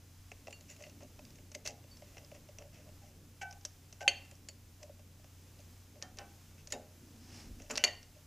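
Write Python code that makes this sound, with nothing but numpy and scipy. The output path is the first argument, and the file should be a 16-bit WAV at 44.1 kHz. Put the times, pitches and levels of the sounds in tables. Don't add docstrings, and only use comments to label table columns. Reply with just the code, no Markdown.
import sys
import numpy as np
from scipy import signal
from scipy.fft import rfft, irfft, next_fast_len
from scipy.io import wavfile
from scipy.ndimage import uniform_filter1d, map_coordinates

SR = 44100
rng = np.random.default_rng(int(sys.argv[2]) if len(sys.argv) > 2 else 0)


def decibels_to_gain(level_db):
    exponent = np.asarray(level_db, float) / 20
    return 10 ** exponent


def put_to_file(sound):
    columns = np.atleast_2d(sound).T
    safe = np.clip(columns, -1, 1)
    whole_steps = np.round(safe * 32767)
    wavfile.write(sys.argv[1], SR, whole_steps.astype(np.int16))


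N = 364266
FLOOR_TOP_HZ = 15350


def unit(x):
    return x / np.sqrt(np.mean(x ** 2) + 1e-20)


def along(points, hz):
    f, value = np.transpose(points)
    return np.interp(np.log(hz + 1), np.log(f + 1), value)


def wobble(rate, size=N):
    steps = np.arange(0, size + 16, 16)
    knots = rng.standard_normal(int(size / SR * 300) + 9)
    curve = map_coordinates(knots, [steps * min(rate, 290) / SR])
    return np.interp(np.arange(size), steps, curve)


def swell(s, db, hold, rise, fall):
    t = np.arange(N) / SR
    return decibels_to_gain(db - rise * np.clip(s - t, 0, None) - fall * np.clip(t - s - hold, 0, None))


def filtered(x, response):
    m = next_fast_len(N + SR // 4, True)
    return irfft(rfft(x, m) * response(np.fft.rfftfreq(m, 1 / SR)), m)[..., :N]


def noise(spectrum):
    white = rng.standard_normal(N)
    return unit(filtered(white, lambda hz: decibels_to_gain(along(spectrum, hz)) * (hz < FLOOR_TOP_HZ)))


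def add(track, s, sound):
    part = track[round(s * SR):][:len(sound)]
    part += sound[:len(part)]


def ringing(modes, ragged_db=0, tilt_db=0):
    t = np.arange(SR * 2 // 5) / SR
    out = 0
    for hz, db, t60 in modes:
        beat = ragged_db * wobble(51.2, size=len(t)) if ragged_db else 0
        tilt = tilt_db * np.log2(hz / modes[0][0])
        level_db = db + tilt - 60 * t / min(t60, 0.6) + beat
        out = out + decibels_to_gain(level_db) * np.sin(2 * np.pi * hz * t + 0.12 * beat)
    return out * np.cos(np.pi / 2 * t / t[-1])


def slid(events, modes, ragged_db):
    out = np.zeros(N)
    for s, db, rise, tilt_db in events:
        ring = ringing(modes, ragged_db, tilt_db)
        build_up = 1 - np.exp(-np.arange(len(ring)) / SR / rise)
        add(out, s, decibels_to_gain(db) * ring * build_up)
    return out


# t/s, blade level/dB, bracket level/dB re blade, cover level/dB re blade,
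# loudest blade mode f/Hz
STRIKES = [(.3157, -43.5, 3, 2.5, 6440), (.4798, -45, -4, 4, 6200), (.5252, -40.5, 2.5, -28, 6700),
           (.8364, -48, 6.5, -15, 6000), (1.516, -38.5, -11, -20, 5770), (1.5446, -46, -4, -12, 6000),
           (1.5484, -29.5, -7, -15, 6300), (1.6514, -35.5, -14, -10, 5900), (1.6606, -28, -8.5, -23, 5900),
           (1.6736, -22.5, -21, -44, 6350), (2.5845, -39, -5.5, -5, 5900),
           (3.6501, -24.5, -33, -24.5, 5770), (3.9255, -40, -11, -11.5, 5970),
           (4.0063, -43.5, 2.5, -6.5, 5930), (4.4857, -32, -9.5, -26, 6880), (4.8289, -38, -9.5, -8, 6250),
           (6.0165, -53, 0.5, -1, 5000), (6.0237, -31, -16, -24, 6040), (6.1863, -36, -7, -15, 5700),
           (6.6722, -36, -17, -20, 6200), (6.7221, -19.5, -15.5, -43.5, 6680), (7.7064, -34.5, -1, 3, 5280),
           (7.7104, -25, -15, -12, 6700), (7.7614, -31.5, -15, -22, 4530), (7.7734, -21, -25, -18.5, 5500),
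           (7.7767, -28, -2.5, -19, 5660)]
# t/s, blade level/dB, loudest blade mode f/Hz
TICKS = [(0.506, -39.5, 7140), (0.6078, -44, 6500), (0.699, -40, 6850), (.7094, -43, 6800),
         (0.7632, -44, 6800), (0.823, -43, 6200), (.8954, -45.5, 6100), (1.0318, -48, 6430),
         (1.2503, -45, 5170), (1.3034, -48, 5180), (1.355, -49, 6130), (1.9684, -45, 5290),
         (2.2466, -50, 5000), (2.3471, -47, 6900), (2.7434, -48.5, 5540), (3.5087, -43, 5400),
         (3.5253, -40.5, 5840), (3.6102, -54, 5070), (4.248, -47, 6800), (4.311, -40, 7050),
         (4.352, -52, 5620), (5.5887, -54.5, 4610), (5.6017, -47.5, 6280), (6.1704, -42, 6210),
         (6.6064, -56, 6220), (6.708, -45.5, 6050), (7.6188, -43.5, 6040), (7.7547, -50, 5300),
         (8.0283, -46, 5500)]
# t/s, blade level/dB, cover level/dB re blade
KNOCKS = [(0.4703, -47.5, 6), (.8041, -55.5, 12), (.8639, -52, 5), (1.0051, -57, 9.5), (1.0221, -55, 0),
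          (1.1902, -49.5, 4.5), (1.3844, -55.5, -1), (1.8392, -58, 5), (2.0197, -52, 9.5), (2.1455, -61, 0),
          (2.168, -46.5, 0.5), (2.1798, -46, -5), (2.3147, -53.5, 12), (2.4867, -54.5, 2), (2.6204, -51, 4),
          (2.7564, -58, -7), (2.8888, -60.5, 10), (4.893, -66, 18), (5.242, -54, 3), (5.9544, -64, 12.5),
          (7.5993, -54.5, 8), (7.6984, -41, 1.5), (7.8774, -41, -3), (4.992, -59.5, 6.5),
          (5.195, -63.5, 6.5), (5.592, -59, 2.5), (4.316, -67, 13), (4.496, -61, 6)]


def contacts():
    light = [(s, db, -12, -18.5, hz) for s, db, hz in TICKS]
    knocks = [(s, db, 1.5, cover_db, 5500) for s, db, cover_db in KNOCKS]
    return STRIKES + light + knocks


def touches():
    force, tip = np.zeros((3, N)), np.zeros(N)
    t = np.arange(1500) / SR
    for s, db, bracket_db, cover_db, hz in contacts():
        t60 = 0.0082 * (3.0 + 0.024 * (db + 45.5))
        burst = rng.standard_normal((3, len(t))) * decibels_to_gain(-60 * t / np.clip(t60, 0.002, 0.05))
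        burst /= np.linalg.norm(burst, axis=1, keepdims=True)
        levels_db = [db + 21.5, db + bracket_db + 26, db + cover_db + 38.5]
        for k, level_db in enumerate(levels_db):
            add(force[k], s + 0.0007923, decibels_to_gain(level_db) * burst[k])
        mode = decibels_to_gain(-60 * t[:400] / 0.0041) * np.sin(2 * np.pi * hz * t[:400])
        add(tip, s + 0.0008006, decibels_to_gain(db + 2.5) * np.convolve(burst[0], mode))
    return force, tip


# t/s, length/s, blade level/dB rms,
# bracket level/dB rms, cover level/dB rms
SCRAPES = [(0.683, 0.082, -60, -61, -70.5), (0.784, 0.14, -63, -61.5, -60.5), (1.002, 0.057, -68, -62, -55),
           (1.646, 0.083, -49.5, -50, -59), (2.02, 0.16, -71.5, -68, -76), (2.149, 0.13, -77, -72, -61.5),
           (2.34, 0.042, -64, -61, -59.5), (2.582, 0.11, -75, -69, -59.5), (2.725, 0.13, -67, -62.5, -63.5),
           (2.852, 0.043, -80, -81, -63), (3.008, 0.15, -70, -71, -71), (3.411, 0.032, -50.5, -45.5, -55),
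           (4.006, 0.04, -53, -49, -47), (4.794, 0.11, -72, -74, -61), (5.938, 0.089, -82, -77.5, -65.5),
           (6.173, 0.06, -75, -56, -54.5), (6.576, 0.041, -69, -62.5, -85), (6.702, 0.017, -51, -54, -60),
           (6.718, 0.045, -50.5, -49, -53), (7.577, 0.14, -66, -66, -65), (7.694, 0.085, -52.5, -53, -53),
           (7.758, 0.09, -69, -46.5, -55), (7.863, 0.022, -71, -42, -52), (8.149, 0.054, -70.5, -70, -66)]


def scrapes():
    strokes = np.zeros((3, N))
    grit = unit(decibels_to_gain(2.3 * wobble(260)) * rng.standard_normal((3, N)))
    for s, length, blade_db, bracket_db, cover_db in SCRAPES:
        stroke = np.abs(np.sin(np.pi * np.linspace(0, 1, round(length * SR)) ** 0.57))
        for k, level_db in enumerate([blade_db + 13.5, bracket_db + 7.0, cover_db + 20.0]):
            add(strokes[k], s, decibels_to_gain(level_db) * stroke)
    return strokes * grit


def body(force, peaks):
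    def response(f):
        total = 0
        for k, (centre, width, db) in enumerate(peaks):
            damping = 1j * f * width
            total = total + (-1) ** k * decibels_to_gain(db) * damping / (centre ** 2 - f ** 2 + damping)
        return total
    return filtered(force, response)


# f/Hz, width/Hz, level/dB
BLADE = [(4430, 1800, -20.5), (6050, 1400, -1.5), (7890, 270, -8), (10330, 3200, -23)]
# f/Hz, width/Hz, level/dB
BRACKET = [(1417, 1200, -23.5), (2010, 330, 1.5), (2662, 210, 6.5), (3100, 500, -3)]
# f/Hz, width/Hz, level/dB
COVER = [(440, 53, -6.5), (548, 35, 2.5), (599, 48.4, 5), (798, 194, -5.5), (880, 320, -10)]


def bodies(force):
    return body(force[0], BLADE) + body(force[1], BRACKET) + body(force[2], COVER)


# t/s, level/dB, rise/s, tilt/dB per octave
FLICKS = [
    (.526, -51, 0.0007, 1),
    (.7, -57, 0.0022, 0.1),
    (.838, -57, .002, -1.1),
]
# f/Hz, level/dB, t60/s
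SHANK = [(2783, -0.5, 0.16), (4450, -8, .25), (6860, -12, .1), (7278, -8, .055), (2013, -8, .065)]


def flicks():
    return slid(FLICKS, SHANK, ragged_db=2.5)


# t/s, level/dB
CLICKS = [(1.5492, -25.5), (1.6614, -25), (1.6745, -21), (1.6769, -22), (6.0249, -24), (6.1869, -26),
          (6.673, -35), (6.723, -22), (7.7566, -19), (7.76, -27), (7.7789, -12.5), (7.845, -13.5),
          (7.847, -16)]


def clicks():
    out, t = np.zeros(N), np.arange(400) / SR
    for s, db in CLICKS:
        add(out, s, decibels_to_gain(db - 60 * t / 0.0021) * np.sin(2 * np.pi * 5000 * t))
    return out


# t/s, lasting ring level/dB, crack level/dB, casting tail level/dB, tail t60/s
SNAPS = [
    (4.0787, -48.5, -23, -21, 0.089),
    (7.8388, -43, -22.5, -19, 0.049),
]
# f/Hz, level/dB, t60/s
SNAP_MODES = [
    [(1870, -11, .38), (2250, -9.5, .28), (2449, -13.5, .24), (2710, -4, .25), (2772, -3.5, .6),
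     (2950, -5, .2), (3155, -12.5, .41), (4260, -16.5, .3), (4520, -4.5, 0.4), (4540, -10, .3),
     (5276, -18, .3), (6325, -7.5, 0.36), (6804, -12.5, .3), (7310, -17.5, .3)],
    [(1098, -14, .3), (1850, -5, 0.41), (2020, -4, .31), (2304, -10, .3), (2789, -6, .5), (2918, -6, .4),
     (3100, -7, .31), (3720, -15.5, .15), (4510, -2.5, 0.42), (4530, -4, .34), (4570, -7, .35),
     (6320, -17, .16), (6788, -14, .3), (5927, -20, .28)],
]
BLOW_HZ = [
    [1860, 2090, 2449, 2564, 2694, 2768, 2957, 3100, 3354, 4188, 4432, 6331, 6826, 8716],
    [1841, 2110, 2390, 2856, 2990, 3300, 4320, 4523, 5718, 6290, 6805, 7337, 8744, 11640],
]
# level/dB, t60/s
BLOW_MODES = [
    [(-26.5, 0.054), (-12, 0.048), (-11.5, 0.041), (-14.5, 0.047), (0.5, 0.022), (-9.5, 0.034),
     (-12.5, 0.029), (-4.5, 0.034), (-26, .04), (-10, .016), (-10.5, 0.075), (-13, .07), (-13.5, 0.056),
     (-22, 0.032)],
    [(-33, 0.087), (-6, 0.02), (-13, .05), (-14, 0.044), (1.5, 0.0093), (-24, 0.019), (-3.5, 0.011),
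     (-12, 0.024), (-16, 0.044), (-7, 0.037), (-7, 0.044), (-21, 0.049), (-12.5, 0.021), (-14, 0.026)],
]


def snaps():
    out, t = np.zeros(N), np.arange(SR * 2 // 5) / SR
    rise = 1 - np.exp(-t / 0.00027)
    for snap, modes, pitches, damped in zip(SNAPS, SNAP_MODES, BLOW_HZ, BLOW_MODES):
        s, ring_db, crack_db, tail_db, tail_t60 = snap
        grains, casting = rng.standard_normal((2, len(t)))
        smooth = uniform_filter1d(uniform_filter1d(grains, size=3), size=2)
        crack = rise * decibels_to_gain(crack_db - 60 * t / 0.046) * np.diff(smooth, prepend=0)
        blow_modes = [(hz, db, t60) for hz, (db, t60) in zip(pitches, damped)]
        blow = rise * decibels_to_gain(-11.5) * ringing(blow_modes) + crack
        add(out, s, blow + decibels_to_gain(ring_db) * rise * ringing(modes, ragged_db=4.0))
        casting *= decibels_to_gain(-60 * t / tail_t60)
        casting /= np.linalg.norm(casting)
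        tail = signal.fftconvolve(blow + decibels_to_gain(11.5) * crack, casting)
        add(out, s + 0.0033, decibels_to_gain(tail_db) * tail)
    return out


# t/s, level/dB, f/Hz, t60/s
PINGS = [(3.413, -45, 2304, .08), (3.413, -47, 2660, .07), (3.413, -49, 3100, 0.053),
         (3.416, -44, 1530, 0.081), (3.651, -56, 590, 0.083), (3.651, -49, 3100, .04),
         (3.651, -49, 2700, 0.037), (4.007, -48, 1523, .2), (4.079, -32, 560, 0.07),
         (6.724, -55, 578, 0.41), (7.879, -46, 4640, .09), (6.734, -44, 3740, .06),
         (4.079, -39, 1520, 0.092), (4.486, -43.5, 4554, 0.058), (4.486, -58, 4404, .2),
         (4.486, -50, 6885, 0.093), (6.722, -41.5, 2680, .07), (6.722, -47, 1803, .12),
         (.4705, -48.5, 2000, .05), (.4705, -54, 2750, .05), (.712, -57, 2020, .06),
         (.7115, -52, 7250, .06), (7.932, -56, 1050, .06), (.53, -50, 7200, 0.072), (0.701, -50, 6800, .09),
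         (.84, -58, 6700, .07), (7.877, -45, 3720, .05), (1.913, -53.5, 4550, 0.21),
         (4.089, -21.5, 4445, 0.044), (4.0915, -23, 2780, .03), (6.026, -52, 1810, 0.16),
         (6.034, -55, 3144, 0.14), (6.025, -48, 4650, .05), (6.025, -57, 745, .4),
         (6.188, -54.5, 1803, .17), (6.188, -58, 2972, 0.16), (6.724, -57, 528, .61), (6.724, -57, 711, .6),
         (6.188, -50, 802, 0.43), (6.19, -63, 2654, 0.32), (7.711, -31.5, 7100, 0.033),
         (7.785, -44, 5840, 0.09), (7.792, -43, 2960, 0.13), (7.847, -14.5, 4494, 0.029),
         (7.848, -20.5, 2860, 0.021), (7.8766, -34, 4520, 0.04), (7.878, -35, 2930, 0.043),
         (7.886, -32, 1960, 0.038),
         (4.085, -52, 711, .55),
    (4.1, -58, 4475, .5),
    (6.726, -53, 610, 0.63),
    (6.726, -59, 851, .35),
    (7.84, -39, 572, .09),
    (7.86, -54, 4480, .58),
    (7.86, -57, 2789, 0.51),
    (.4705, -47, 560, .09),
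    (1.022, -52, 587, .09),
]


def pings():
    out, t = np.zeros(N), np.arange(SR * 2 // 5) / SR
    rise = 1 - np.exp(-t / 0.0006)
    for s, db, hz, t60 in PINGS:
        add(out, s, rise * ringing([(hz, db, t60)], ragged_db=1.0))
    return out


# t/s, level/dB, rise/s, tilt/dB per octave
SLIDES = [
    (3.0, -53, 0.046, -16),
    (3.414, -40, 0.01, -0.5),
    (4.006, -38.5, 0.016, -5.5),
    (6.186, -52.5, 0.0051, -2),
    (6.723, -54.5, .008, -6),
    (7.778, -59, 0.0061, 9),
]
# f/Hz, level/dB, t60/s
PLATE = [(711, -8.5, .45), (754, -7, 0.41), (802, -1, .4), (851, -10.5, .33), (1523, -2, .33),
         (1555, -6, .25), (1803, -13, .2), (2304, -8, .2), (2659, -11, 0.18), (2972, -14.5, .2),
         (3100, -14, .16)]


def slides():
    return slid(SLIDES, PLATE, ragged_db=4.5)


# t/s, level/dB, rise/s, tilt/dB per octave
JOLTS = [(.471, -64, 0.0042, 2), (1.02, -56, 0.0038, -10), (1.55, -56.5, 0.005, -4),
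         (1.67, -56, 0.057, 7.5), (4.078, -62, 0.00084, 8), (6.024, -67.5, 0.0076, 6),
         (6.187, -62, 0.0045, 4), (1.21, -51, 0.018, -18), (6.722, -49, 0.021, 4), (7.7, -40, 0.024, -7.5),
         (7.838, -52, 0.0012, 6.5)]
# f/Hz, level/dB, t60/s
DECK = [(229, -5, 0.44), (259.2, 2.5, 0.21), (324, -10, .3), (376, 2.5, 0.17), (447, -4.5, 0.38),
        (527, -1.5, 0.24), (580, -2.5, .24), (653, -8, 0.32), (718, 0.5, 0.24), (812, -6, 0.27),
        (877, -11.5, 0.18), (966, -13.5, 0.16)]


def jolts():
    return slid(JOLTS, DECK, ragged_db=3.5)


# t/s, level/dB rms, t60/s
THUDS = [
    (6.026, -60, 0.39),
    (6.189, -56, 0.34),
    (6.724, -61, 0.45),
    (7.701, -45.5, 0.28),
    (7.84, -44.5, 0.19),
]
# f/Hz, level/dB per Hz
CASTING = [(300, -46), (800, -2), (1500, -0.5), (3500, -18)]


def thuds():
    t = np.arange(N) / SR
    gain = sum((t > s) * decibels_to_gain(db - 60 * np.abs(t - s) / t60) for s, db, t60 in THUDS)
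    return gain * noise(CASTING)


# f/Hz, level/dB per Hz
CLOTH = [(240, -41.5), (400, -9), (793, -1.5), (1120, -9), (1300, -6.5), (2730, -5.5), (3620, -10),
         (5320, -0.5), (14000, -27)]


def sleeve():
    grains = unit(decibels_to_gain(1.4 * wobble(160)) * noise(CLOTH))
    rustle = decibels_to_gain(2.5) * swell(7.375, db=-58, hold=0.03, rise=75, fall=125) * grains
    floor = noise([(120, -26.0), (200, 2.5), (240, 7.5), (350, -4.0), (600, -38)])
    shuffle = swell(7.0, db=-59.5, hold=0.52, rise=248, fall=58) * decibels_to_gain(2.5 * wobble(15)) * floor
    push = swell(7.5, db=-52, hold=0.05, rise=90, fall=73) * noise(RUMBLE)
    return rustle + shuffle + push


# f/Hz, t60/s
ROOM = [(200, 0.5), (800, 0.63), (3000, 0.4), (7000, 0.3), (12000, 0.25)]


def room(x):
    hz, t, z = signal.stft(rng.standard_normal(SR * 3 // 4), SR, nperseg=256)
    fade = decibels_to_gain(-60 * t / along(ROOM, hz)[:, None])
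    tail = signal.istft(z * fade, SR, nperseg=256)[1]
    return signal.fftconvolve(np.pad(x, (300, 0)), tail / np.linalg.norm(tail))[:N]


# f/Hz, level/dB rms, unsteadiness/dB
HUM = [(89.7, -60.5, 1.5), (152.3, -71.5, 3.5), (231.6, -77, 1.5), (281.4, -76.5, -1), (116.7, -71, 3)]
# t/s, drone level/dB
BUSTLE = [
    (0.0, -68.5),
    (0.34, -69.5),
    (0.76, -63),
    (4.81, -67),
    (4.99, -65),
    (5.36, -67),
    (7.04, -64),
    (7.2, -63),
    (8.26, -67),
]
# f/Hz, level/dB per Hz
RUMBLE = [(12, -33), (22, 0.5), (40, -3.5), (65, -4), (110, -14.5), (160, -47)]
# f/Hz, level/dB per Hz
DRONE = [(50, -26), (80, -4), (120, -1.5), (280, -4), (400, -11), (520, -12), (900, -27), (2000, -43)]
# f/Hz, level/dB per Hz
AIR = [(400, -14), (700, -1.5), (1900, -4.5), (2700, -3.5), (3800, -5.5), (4600, -5.5), (5100, -1.5),
       (5700, -4), (6200, -0.5), (6800, -5), (7200, -1.5), (8300, -9), (13900, -9), (15300, -9.5)]


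def hall():
    t = np.arange(N) / SR
    out = np.zeros(N)
    for hz, db, sway_db in HUM:
        tone = np.sin(2 * np.pi * hz * t + 0.4 * wobble(12.0))
        out += np.sqrt(2) * decibels_to_gain(db + sway_db * wobble(6.3)) * tone
    out += decibels_to_gain(-65.5 + 1.486 * wobble(3.89)) * noise(RUMBLE)
    drone_db = np.interp(t, *np.transpose(BUSTLE))
    out += decibels_to_gain(drone_db + 1.48 * wobble(8.4)) * noise(DRONE)
    return out + decibels_to_gain(-67 + 0.85 * wobble(4.7)) * noise(AIR)


# f/Hz, level/dB per Hz
HISS = [(20, 2), (150, -27), (240, -4), (12500, -1), (15200, -5)]


def hiss():
    return decibels_to_gain(-72) * np.array([noise(HISS), noise(HISS)])


def scene():
    force, tip = touches()
    work = bodies(force + scrapes()) + tip + flicks() + clicks()
    work += snaps() + pings() + slides() + jolts() + thuds()

    def shade(hz):
        return (hz < FLOOR_TOP_HZ + 1150) / (1 + 1j * hz / 10000) ** 2 / (1 + (hz / 15200) ** 9)
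    work = filtered(work, shade)
    return np.tile(work + decibels_to_gain(-17.5) * room(work) + sleeve() + hall(), (2, 1))


def band_limit(x):
    return signal.sosfilt(signal.butter(12, 16470, fs=SR, output="sos"), x)


def record(dry):
    return band_limit(dry + hiss())


dry = scene()
out = record(dry)
put_to_file(out)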